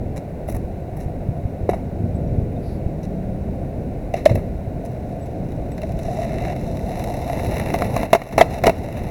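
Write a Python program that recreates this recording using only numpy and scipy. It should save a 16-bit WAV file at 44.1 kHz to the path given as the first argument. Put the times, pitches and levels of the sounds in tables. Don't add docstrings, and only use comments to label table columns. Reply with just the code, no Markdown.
import sys
import numpy as np
from scipy import signal
from scipy.fft import rfft, irfft, next_fast_len
from scipy.io import wavfile

SR = 44100
rng = np.random.default_rng(int(sys.argv[2]) if len(sys.argv) > 2 else 0)


def generate_wav(sig):
    pcm = np.round(np.clip(np.atleast_2d(sig).T, -1, 1) * 32767).astype(np.int16)
    wavfile.write(sys.argv[1], SR, pcm)


N = 401310


def from_db(db):
    return 10 ** (np.asarray(db) / 20)


def rms_one(x):
    return x / np.sqrt(np.mean(x ** 2) + 1e-20)


def in_time(rows):
    s, *columns = np.transpose(rows)
    return [np.interp(np.arange(N) / SR, s, column) for column in columns]


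def add(track, s, sound):
    at = max(round(s * SR), 0)
    track[at:at + len(sound)] += sound[:N - at]


def cut(x, hz, kind, order=2):
    sos = signal.butter(order, np.clip(hz, 10, .45 * SR), kind, fs=SR, output="sos")
    return signal.sosfilt(sos, x + 1e-18)


def drift(rate):
    step = 40
    r = np.exp(-2 * np.pi * step * rate / SR)
    slow = signal.lfilter([1], [1, -2 * r, r * r], rng.standard_normal(N // step + 2002))
    slow = slow[2000:]
    return np.interp(np.arange(N) / step, np.arange(len(slow)), rms_one(slow))


def coloured_noise(spectrum):
    hz, level_db = np.transpose(spectrum)
    size = next_fast_len(N)
    bins = np.maximum(np.fft.rfftfreq(size, 1 / SR), 1)
    gain = from_db(np.interp(np.log(bins), np.log(hz), level_db))
    return rms_one(irfft(rfft(rng.standard_normal(size)) * gain, size)[:N])


def resonate(x, hz, width_hz):
    r = np.exp(-np.pi * width_hz / SR)
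    stage = [(1 - r * r) / 2, 0, -(1 - r * r) / 2, 1, -2 * r * np.cos(2 * np.pi * hz / SR), r * r]
    return signal.sosfilt([stage, stage], x + 1e-18)


def ring(t, hz, t60):
    return np.sin(2 * np.pi * hz * t) * from_db(-60 * t / t60)


def bump(t, hz, rise_s):
    return t / rise_s * np.exp(1 - t / rise_s) * np.sin(2 * np.pi * hz * t)


def grains(per_s, spread_db):
    size_db = spread_db * np.minimum(rng.exponential(1, N), 5)
    sizes = from_db(size_db) * rng.choice([-1, 1], N)
    return rms_one(sizes * (rng.random(N) < per_s / SR))


# (frequency [Hz], width [Hz], level [dB])
CASE_RESONANCES = [(418, 355, -14.5), (608, 288, -7), (860, 57, -52), (1260, 89, -62), (1984, 536, -15.5),
                   (2630, 195, -17.5), (3870, 730, -23), (5550, 1600, -29), (6850, 770, -42),
                   (8200, 310, -36), (11130, 2200, -30.5), (16500, 3100, -35.5)]
# (frequency [Hz], width [Hz])
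CASE_CANCELLATIONS = [(1560, 88), (3250, 850), (4490, 450), (7800, 220), (9000, 350), (14700, 450)]


def case(x):
    out = sum(from_db(db) * resonate(x, hz, width) for hz, width, db in CASE_RESONANCES)
    for hz, width in CASE_CANCELLATIONS:
        out = signal.lfilter(*signal.iirnotch(hz, hz / width, fs=SR), out)
    return out


# (frequency [Hz], relative level per Hz [dB])
PARK_SPECTRUM = [(200, -5), (330, -0.5), (560, 2), (700, 4.5), (840, -8.5), (1050, -17.5), (1280, -24),
                 (1480, -18), (1620, -22.5), (2100, -20), (2750, -27), (3230, -38), (3900, -30),
                 (4550, -38), (5800, -36.5), (7000, -39.5), (17000, -40.5)]


def park(air_db=-35, whine_db=-76, whine_hz=10040):
    air = from_db(air_db) * coloured_noise(PARK_SPECTRUM)
    whine = rms_one(resonate(rng.standard_normal(N), whine_hz, 200))
    return air + from_db(whine_db) * whine


# (time [s], level [dB])
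GRIP_LEVEL = [(0.0, -24), (0.3, -29.5), (0.58, -26), (0.8, -29), (1.55, -27.5), (1.9, -25.5), (2.04, -24.5),
              (2.38, -22), (2.48, -25), (4.26, -27), (4.33, -20), (4.54, -28), (6.69, -24.5), (7.2, -26.5),
              (7.5, -23), (8.01, -24), (8.29, -39), (8.36, -24.5), (8.59, -29), (8.69, -21), (8.74, -28.5),
              (9.05, -24.5), (9.1, -30)]
# (frequency [Hz], relative level per Hz [dB])
RUMBLE_SPECTRUM = [(12, -34), (20, -2), (76, 2), (161, -0.5), (208, -3.5), (325, -9), (357, -12),
                   (398, -9.5), (455, -16.5), (500, -11.5), (650, -16.5), (1100, -120)]
# (time [s], peak level, approximate [dB], frequency [Hz])
CASE_BUMPS = [(0.544, -13.5, 62), (0.646, -14.5, 70), (1.059, -12.5, 78), (1.287, -9.5, 108),
              (1.452, -11, 90), (1.632, -14, 87), (2.039, -10.5, 119), (2.148, -10.5, 130),
              (2.323, -11, 95), (2.382, -9.5, 119), (2.862, -13, 77), (3.786, -18.5, 110),
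              (4.31, -6.5, 112), (4.346, -8.5, 104), (4.379, -14, 99), (4.675, -16, 96)]


def handling(rumble_db=0.0, lumpy_db=0.83, bump_s=0.0034):
    grip_db, = in_time(GRIP_LEVEL)
    rub_db = grip_db + rumble_db + lumpy_db * drift(6.5)
    out = from_db(rub_db) * coloured_noise(RUMBLE_SPECTRUM)
    t = np.arange(SR // 8) / SR
    for s, db, hz in CASE_BUMPS:
        add(out, s, from_db(db) * bump(t, hz, bump_s))
    return out


# (time of the peak [s], spread [s], level [dB],
# frequency at the peak [Hz], glide [Hz/s])
DRONE_TONES = [(0.97, 0.36, -40, 327, 0), (2.85, 0.55, -29, 156.2, 0), (2.95, 0.15, -38, 322, -20),
               (3.3, 0.2, -28, 190, 28)]


def drone(waver_hz=0.75, waver_db=3.0):
    t = np.arange(N) / SR
    out = np.zeros(N)
    for s, spread, db, hz, glide in DRONE_TONES:
        level = from_db(db + waver_db * drift(1.0))
        swell = np.exp(-.5 * ((t - s) / spread) ** 2)
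        pitch = hz + glide * (t - s) + waver_hz * drift(3.2)
        out += level * swell * np.sin(2 * np.pi * np.cumsum(pitch) / SR)
    return out


# (time [s], length [s], sand level [dB], rub level [dB], centre of the sand's hiss [Hz])
GRIT_SCUFFS = [(0.161, 0.019, -9.5, -18.5, 6700), (0.477, 0.051, -7.5, -23, 12000),
               (0.543, 0.022, -9, -20, 11000), (0.965, 0.032, -17, -27, 11000),
               (0.999, 0.043, -18, -28, 7800), (1.692, 0.015, -10, -24, 8000),
               (1.73, 0.025, -19, -22, 8000), (3.029, 0.023, -18.5, -36, 6000),
               (4.35, 0.0069, -5, -28, 12000), (4.375, 0.013, -16.5, -16, 10000),
               (4.849, 0.011, -16, -33, 7600), (5.258, .008, -18, -45, 7900), (5.972, 0.27, -19, -29, 6600)]
SAND_SPAN, RUB_HZ = 1.41, (326, 2470)


def scuffs(release_s=0.0062, crumble_db=5.0):
    t = np.arange(SR // 3) / SR
    hiss, rub = np.zeros((2, N))
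    sand = grains(per_s=1300, spread_db=2.0) * from_db(crumble_db * np.tanh(drift(96)))
    for s, length, sand_db, rub_db, hz in GRIT_SCUFFS:
        attack = np.minimum(t / (0.064 * length), 1)
        stroke = attack * np.exp(-np.maximum(t - length, 0) / release_s)
        patch = sand[round(s * SR):][:len(t)]
        crackle = rms_one(cut(patch, [hz / SAND_SPAN, hz * SAND_SPAN], "band", order=1))
        add(hiss, s, from_db(sand_db) * stroke * crackle)
        add(rub, s, from_db(rub_db) * stroke)
    return case(hiss + rub * rms_one(cut(sand, RUB_HZ, "band", order=1)))


# (time [s], distance [m])
SKATER_DISTANCE = [(0, 1.2), (1.7, 16), (4.2, 5.5), (5.7, 4.9), (7.0, 2.16), (8.0, 1.36), (8.6, 2.38),
                   (9.1, 1.57)]


def doublings():
    metres, = in_time(SKATER_DISTANCE)
    return np.log2(np.maximum(metres, 1))


def through_wall(x, low_hz=760, high_hz=1130, fade_db=11.5):
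    return cut(x, [low_hz, high_hz], "band") * from_db(-fade_db * doublings())


# (time [s], ring level [dB], ring frequency [Hz], ring length [s], wood level [dB], crack level [dB],
# crack decay time constant [s], top of the crack when far [Hz])
STEP_AND_BOARD_BLOWS = [(0.484, -9.5, 636, 0.006, -16, -4, .004, 8000),
                        (1.6895, 14, 408, 0.005, 1, 3, 0.0068, 2500),
                        (1.694, -7.5, 707, 0.017, 1, 6.5, 0.0045, 2500),
                        (1.714, -14, 710, 0.018, -8, -4, 0.0057, 2000),
                        (1.7315, -7, 715, .011, 0, -2, 0.0066, 3000),
                        (1.739, -9, 710, 0.0085, -6, -8, .005, 3000),
                        (4.138, -0.5, 687, 0.0085, -8, 13, 0.0032, 4970),
                        (4.150, -15, 690, .015, -15, -9, 0.023, 5550),
                        (4.162, -24, 734, .015, -14, -4, 0.035, 6000),
                        (4.2535, -19, 620, .008, -14, 15, 0.0076, 8000),
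                        (4.2575, 13.5, 601, .012, 2, 19, 0.0029, 6000),
                        (4.293, -6, 614, 0.0099, -1, 1.5, 0.014, 4000),
                        (4.314, 0, 510, 0.0066, -14, -7, .008, 8000),
                        (4.353, -7, 600, 0.013, -11, 3, .004, 6000),
                        (8.1295, 13, 637, 0.012, 21, 23, .0052, 8000),
                        (8.1475, 1.5, 672, 0.022, 15, 14.5, 0.0063, 4500),
                        (8.216, -14, 700, 0.0071, 0, 3, 0.0033, 5500),
                        (8.322, -26, 710, .012, -22, -4, 0.015, 5500),
                        (8.378, 12, 730, .0035, 3, 18, 0.0089, 5270),
                        (8.385, -2, 600, .005, 1, 8, 0.015, 4000),
                        (8.397, -22, 640, 0.0072, -4, 13, 0.005, 4000),
                        (8.4075, -10, 700, .004, 18.5, 20, 0.004, 5000),
                        (8.4102, 17.5, 695, 0.01, 25, 20, 0.0067, 6000),
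                        (8.636, 3, 694, 0.015, -5, 18, .0057, 3220),
                        (8.656, 1, 715, .012, 1, 12, 0.0076, 3000),
                        (8.666, -4, 634, 0.009, -11, 24.5, 0.004, 5000),
                        (8.6755, 4, 660, 0.016, 10, 11, 0.0063, 5000),
                        (8.6935, 1, 654, 0.014, -18, 20.5, 0.002, 5500)]
# (time [s], ring level [dB], ring frequency [Hz], wood level [dB], crack level [dB])
HOLLOW_CLICKS = [(5.778, -17, 642, -13, 5), (5.831, -11, 640, -9, 2.5), (6.081, -9, 670, -20, -4),
                 (6.187, -10.5, 657, -11, -2), (6.228, -17, 660, -8, 2), (6.291, -21.5, 670, -11, -3),
                 (7.296, -10.5, 713, -17, 4), (7.392, -15, 730, 0, -1), (7.739, -5, 714, -6, 17.5),
                 (7.819, -5.5, 730, 8, 14), (7.963, -11, 700, -17, 15.5), (8.03, -16, 730, 2, 10)]
CLICK_RING_S, CLICK_CRACK_S, CLICK_TOP_HZ = 0.018, 0.0023, 6500


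def blows():
    rows = list(STEP_AND_BOARD_BLOWS)
    for s, ring_db, hz, wood_db, crack_db in HOLLOW_CLICKS:
        rows.append((s, ring_db, hz, CLICK_RING_S, wood_db, crack_db, CLICK_CRACK_S, CLICK_TOP_HZ))
    return rows


# (frequency [Hz], level [dB], 60 dB decay time [s])
DECK_MODES = [(916, -10, 0.015), (1070, -4, 0.0051), (1330, -9, .014), (1670, -13, 0.028),
              (1956, -15, 0.029), (2160, -14, 0.023), (2810, -18, 0.022)]


def wood_knock(t, spread_db, detune):
    knock = np.zeros(len(t))
    for hz, db, t60 in DECK_MODES:
        level = from_db(db + spread_db * rng.standard_normal()) * rng.choice([-1, 1])
        knock += level * ring(t, hz * rng.normal(1, detune), t60)
    return knock


RING_LAG_S = 0.001413
RING_TAPER = 1.08
RATTLE_DB, RATTLE_S = -19, 0.012


def clacks(crack_low_hz=1400, thud_db=5.0, thud_hz=420, thud_width_hz=300, near_m=0.93,
           contact_s=0.0012, shock_db=-25, shock_hz=240, shock_s=0.0015, wall_db=-8,
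           mode_spread_db=2.0, mode_detune=0.029):
    t = np.arange(SR // 6) / SR
    rings, cracks, dull, shocks = np.zeros((4, N))
    for s, ring_db, hz, ring_s, wood_db, crack_db, crack_s, top_hz in blows():
        wood = wood_knock(t, mode_spread_db, mode_detune)
        hollow = np.sin(2 * np.pi * hz * t) * np.maximum(1 - t / ring_s, 0) ** RING_TAPER
        decay = np.exp(-t / crack_s) + from_db(RATTLE_DB) * np.exp(-t / RATTLE_S)
        burst = decay * (1 - np.exp(-t / contact_s))
        crack = from_db(crack_db) * rng.standard_normal(len(t)) * burst
        add(rings, s + RING_LAG_S, from_db(ring_db) * hollow + from_db(wood_db) * wood)
        add(cracks, s, crack)
        add(dull, s, cut(crack, top_hz, "low", order=1))
        add(shocks, s, from_db(crack_db + shock_db) * bump(t, shock_hz, shock_s))
    thuds = from_db(thud_db) * resonate(cracks, thud_hz, thud_width_hz)
    nearness = np.minimum(near_m / 2 ** doublings(), 1)
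    sharp = cut(dull + nearness * (cracks - dull), crack_low_hz, "high")
    inside = case(rings + thuds + sharp)
    return inside + nearness * shocks + from_db(wall_db) * through_wall(cracks)


def plaza(x, t60=0.56, wet_db=-24, bass_cut_hz=1200):
    t = np.arange(int(.7 * SR)) / SR
    tail = rng.standard_normal(len(t)) * from_db(-60 * t / t60)
    tail *= t > .012
    metres, = in_time(SKATER_DISTANCE)
    send = cut(x, bass_cut_hz, "high", order=1) * np.sqrt(np.maximum(metres, 1))
    return x + from_db(wet_db) * signal.fftconvolve(send, tail / np.linalg.norm(tail))[:N]


# (time [s], length [s], level [dB], frequency [Hz])
HIGH_CHIRPS = [(2.145, 0.03, -58, 7950), (2.274, 0.014, -60, 5750), (2.56, 0.016, -55, 3680),
               (5.204, 0.052, -56, 7900), (5.71, .036, -55, 7900)]


def chirps():
    out = np.zeros(N)
    for s, length, db, hz in HIGH_CHIRPS:
        t = np.arange(int(length * SR)) / SR
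        window = signal.windows.tukey(len(t), .5)
        add(out, s, from_db(db) * window * np.sin(2 * np.pi * hz * t))
    return out


# (frequency [Hz], width [Hz], level [dB])
RASP_HISS = [(4360, 1600, -59), (10900, 1500, -63)]


def rasp(start_s=2.584, length_s=0.22):
    progress = np.clip((np.arange(N) / SR - start_s) / length_s, 0, 1)
    hiss = np.zeros(N)
    for hz, width, db in RASP_HISS:
        hiss += from_db(db) * rms_one(resonate(rng.standard_normal(N), hz, width))
    return np.sin(np.pi * progress) * hiss


# (start time [s], end time [s], strength [dB])
ROLLING_STRETCHES = [(5.425, 5.768, -35), (5.766, 6.034, -12), (6.048, 6.537, 0), (6.554, 6.908, -5),
                     (6.913, 7.072, -2), (7.071, 7.274, -2.5), (7.276, 7.886, -1), (7.886, 7.956, -2.5),
                     (7.955, 8.065, -2), (8.417, 8.43, -12), (8.499, 8.593, 0), (8.756, 9.2, -13.5)]
ROLL_RAMP_S = 0.011
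NUDGE_S, IDLE_DB = 4.8, -11.5


def wheel_effort():
    t = np.arange(N) / SR
    effort = from_db(IDLE_DB) * (t > NUDGE_S)
    for start, end, db in ROLLING_STRETCHES:
        ramps = np.minimum(t - start, end - t) / ROLL_RAMP_S + .5
        effort = effort + from_db(db) * np.clip(ramps, 0, 1)
    return effort


def wander(x, spread_hz, rate):
    phase = 2 * np.pi * np.cumsum(spread_hz * drift(rate)) / SR
    return np.real(signal.hilbert(x, next_fast_len(N))[:N] * np.exp(1j * phase))


# (time [s], level offset [dB])
GROWL_LEVEL = [(6.0, -6), (6.2, 3), (6.5, 0), (6.62, -5.5), (6.85, -9), (6.93, 0.5), (7.1, -7.5),
               (7.55, -1.5), (7.92, -8), (8.03, 1.5), (8.5, -1.5)]
HUM_FADE_DB, DECK_FADE_DB, ROAR_FADE_DB = 8, -3, 8.5
GROWL_FADE_DB, GRIT_FADE_DB, SIZZLE_FADE_DB = 9.5, 4, 11


def rolling(hum_db=-28.5, deck_db=-39, roar_db=-26, growl_db=-33.0, grit_db=-47, sizzle_db=-44,
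            crunch_db=-23.5, patchy_db=1.0, deck_hz=680, deck_width_hz=110, deck_wander_hz=22,
            rattle_db=1.95, swell_db=-0.5, coarse_db=0.0):
    far = doublings()
    sand = grains(per_s=9600, spread_db=3.5)
    coarse = grains(per_s=300, spread_db=3.5)
    surface = (sand + from_db(coarse_db) * coarse) * from_db(patchy_db * np.tanh(drift(40)))
    contact = case(surface)
    low = cut(contact, 933, "low", order=4)
    deck = wander(resonate(low, deck_hz, deck_width_hz), deck_wander_hz, rate=5)
    roar = cut(surface, (393, 842), "band", order=4)
    growl = cut(contact, [1200, 3200], "band", order=4)
    grit = cut(contact, [3400, 9000], "band", order=4)
    sizzle = cut(contact, [10200, 15000], "band")
    growl_level, = in_time(GROWL_LEVEL)
    rattle = growl_level + rattle_db * drift(4.5) + swell_db * np.tanh(drift(16))
    out = from_db(hum_db - HUM_FADE_DB * far) * rms_one(low)
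    out += from_db(deck_db - DECK_FADE_DB * far) * rms_one(deck)
    out += from_db(roar_db - ROAR_FADE_DB * far) * rms_one(roar)
    out += from_db(growl_db - GROWL_FADE_DB * far + rattle) * rms_one(growl)
    out += from_db(grit_db - GRIT_FADE_DB * far) * rms_one(grit)
    out += from_db(sizzle_db - SIZZLE_FADE_DB * far) * rms_one(sizzle)
    out += from_db(crunch_db + rattle) * through_wall(surface)
    return out * wheel_effort()


# (time [s], level before the case [dB])
PEBBLE_SNAPS = [(5.52, -9), (5.718, -7), (5.817, -1.5), (5.92, -7), (5.99, -3), (6.246, -7), (6.422, -5),
                (6.677, -12), (6.752, -13), (6.77, -2), (6.792, -5), (6.92, -13), (6.995, 2), (7.04, 4),
                (7.139, 3), (7.323, -8), (7.395, 0), (7.448, 1), (7.467, 0), (7.511, -5), (7.581, 6),
                (7.597, 6.5), (7.72, -6), (7.787, 3), (7.844, 3), (7.976, 3)]
STONES_PER_S, STONE_DB, STONE_SPREAD_DB = 80, -5.5, 9
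STONE_FADE_DB, STONE_FOLLOWS = 7.5, 0.36


def stones(snap_s=0.0033, low_hz=1500, pebble_s=0.0029):
    t = np.arange(SR // 50) / SR
    size_db = STONE_DB - STONE_FADE_DB * doublings() + STONE_SPREAD_DB * rng.uniform(-2.2, 1, N)
    sizes = from_db(size_db) * wheel_effort() ** STONE_FOLLOWS
    hits = sizes * (rng.random(N) < STONES_PER_S / SR)
    snaps = signal.fftconvolve(hits, np.exp(-t / snap_s))[:N]
    for s, db in PEBBLE_SNAPS:
        add(snaps, s, from_db(db) * np.exp(-t / pebble_s))
    return case(cut(snaps * rng.standard_normal(N), low_hz, "high"))


# (time [s], level change [dB])
BACKGROUND_DIP = [(0, -1.5), (8.15, 0), (8.18, -11), (8.30, -3.5), (8.35, 2), (9.1, -1.5)]


def scene():
    dip_db, = in_time(BACKGROUND_DIP)
    background = handling() + from_db(dip_db) * (park() + drone()) + chirps() + rasp()
    skater = plaza(scuffs() + clacks()) + rolling() + stones()
    return (skater + background)[None]


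def record(dry, hardness=11, cutoff_hz=17230):
    clipped = dry / (1 + np.abs(dry) ** hardness) ** (1 / hardness)
    return signal.sosfilt(signal.ellip(10, .1, 70, cutoff_hz, fs=SR, output="sos"), clipped)


dry = scene()
out = record(dry)
generate_wav(out)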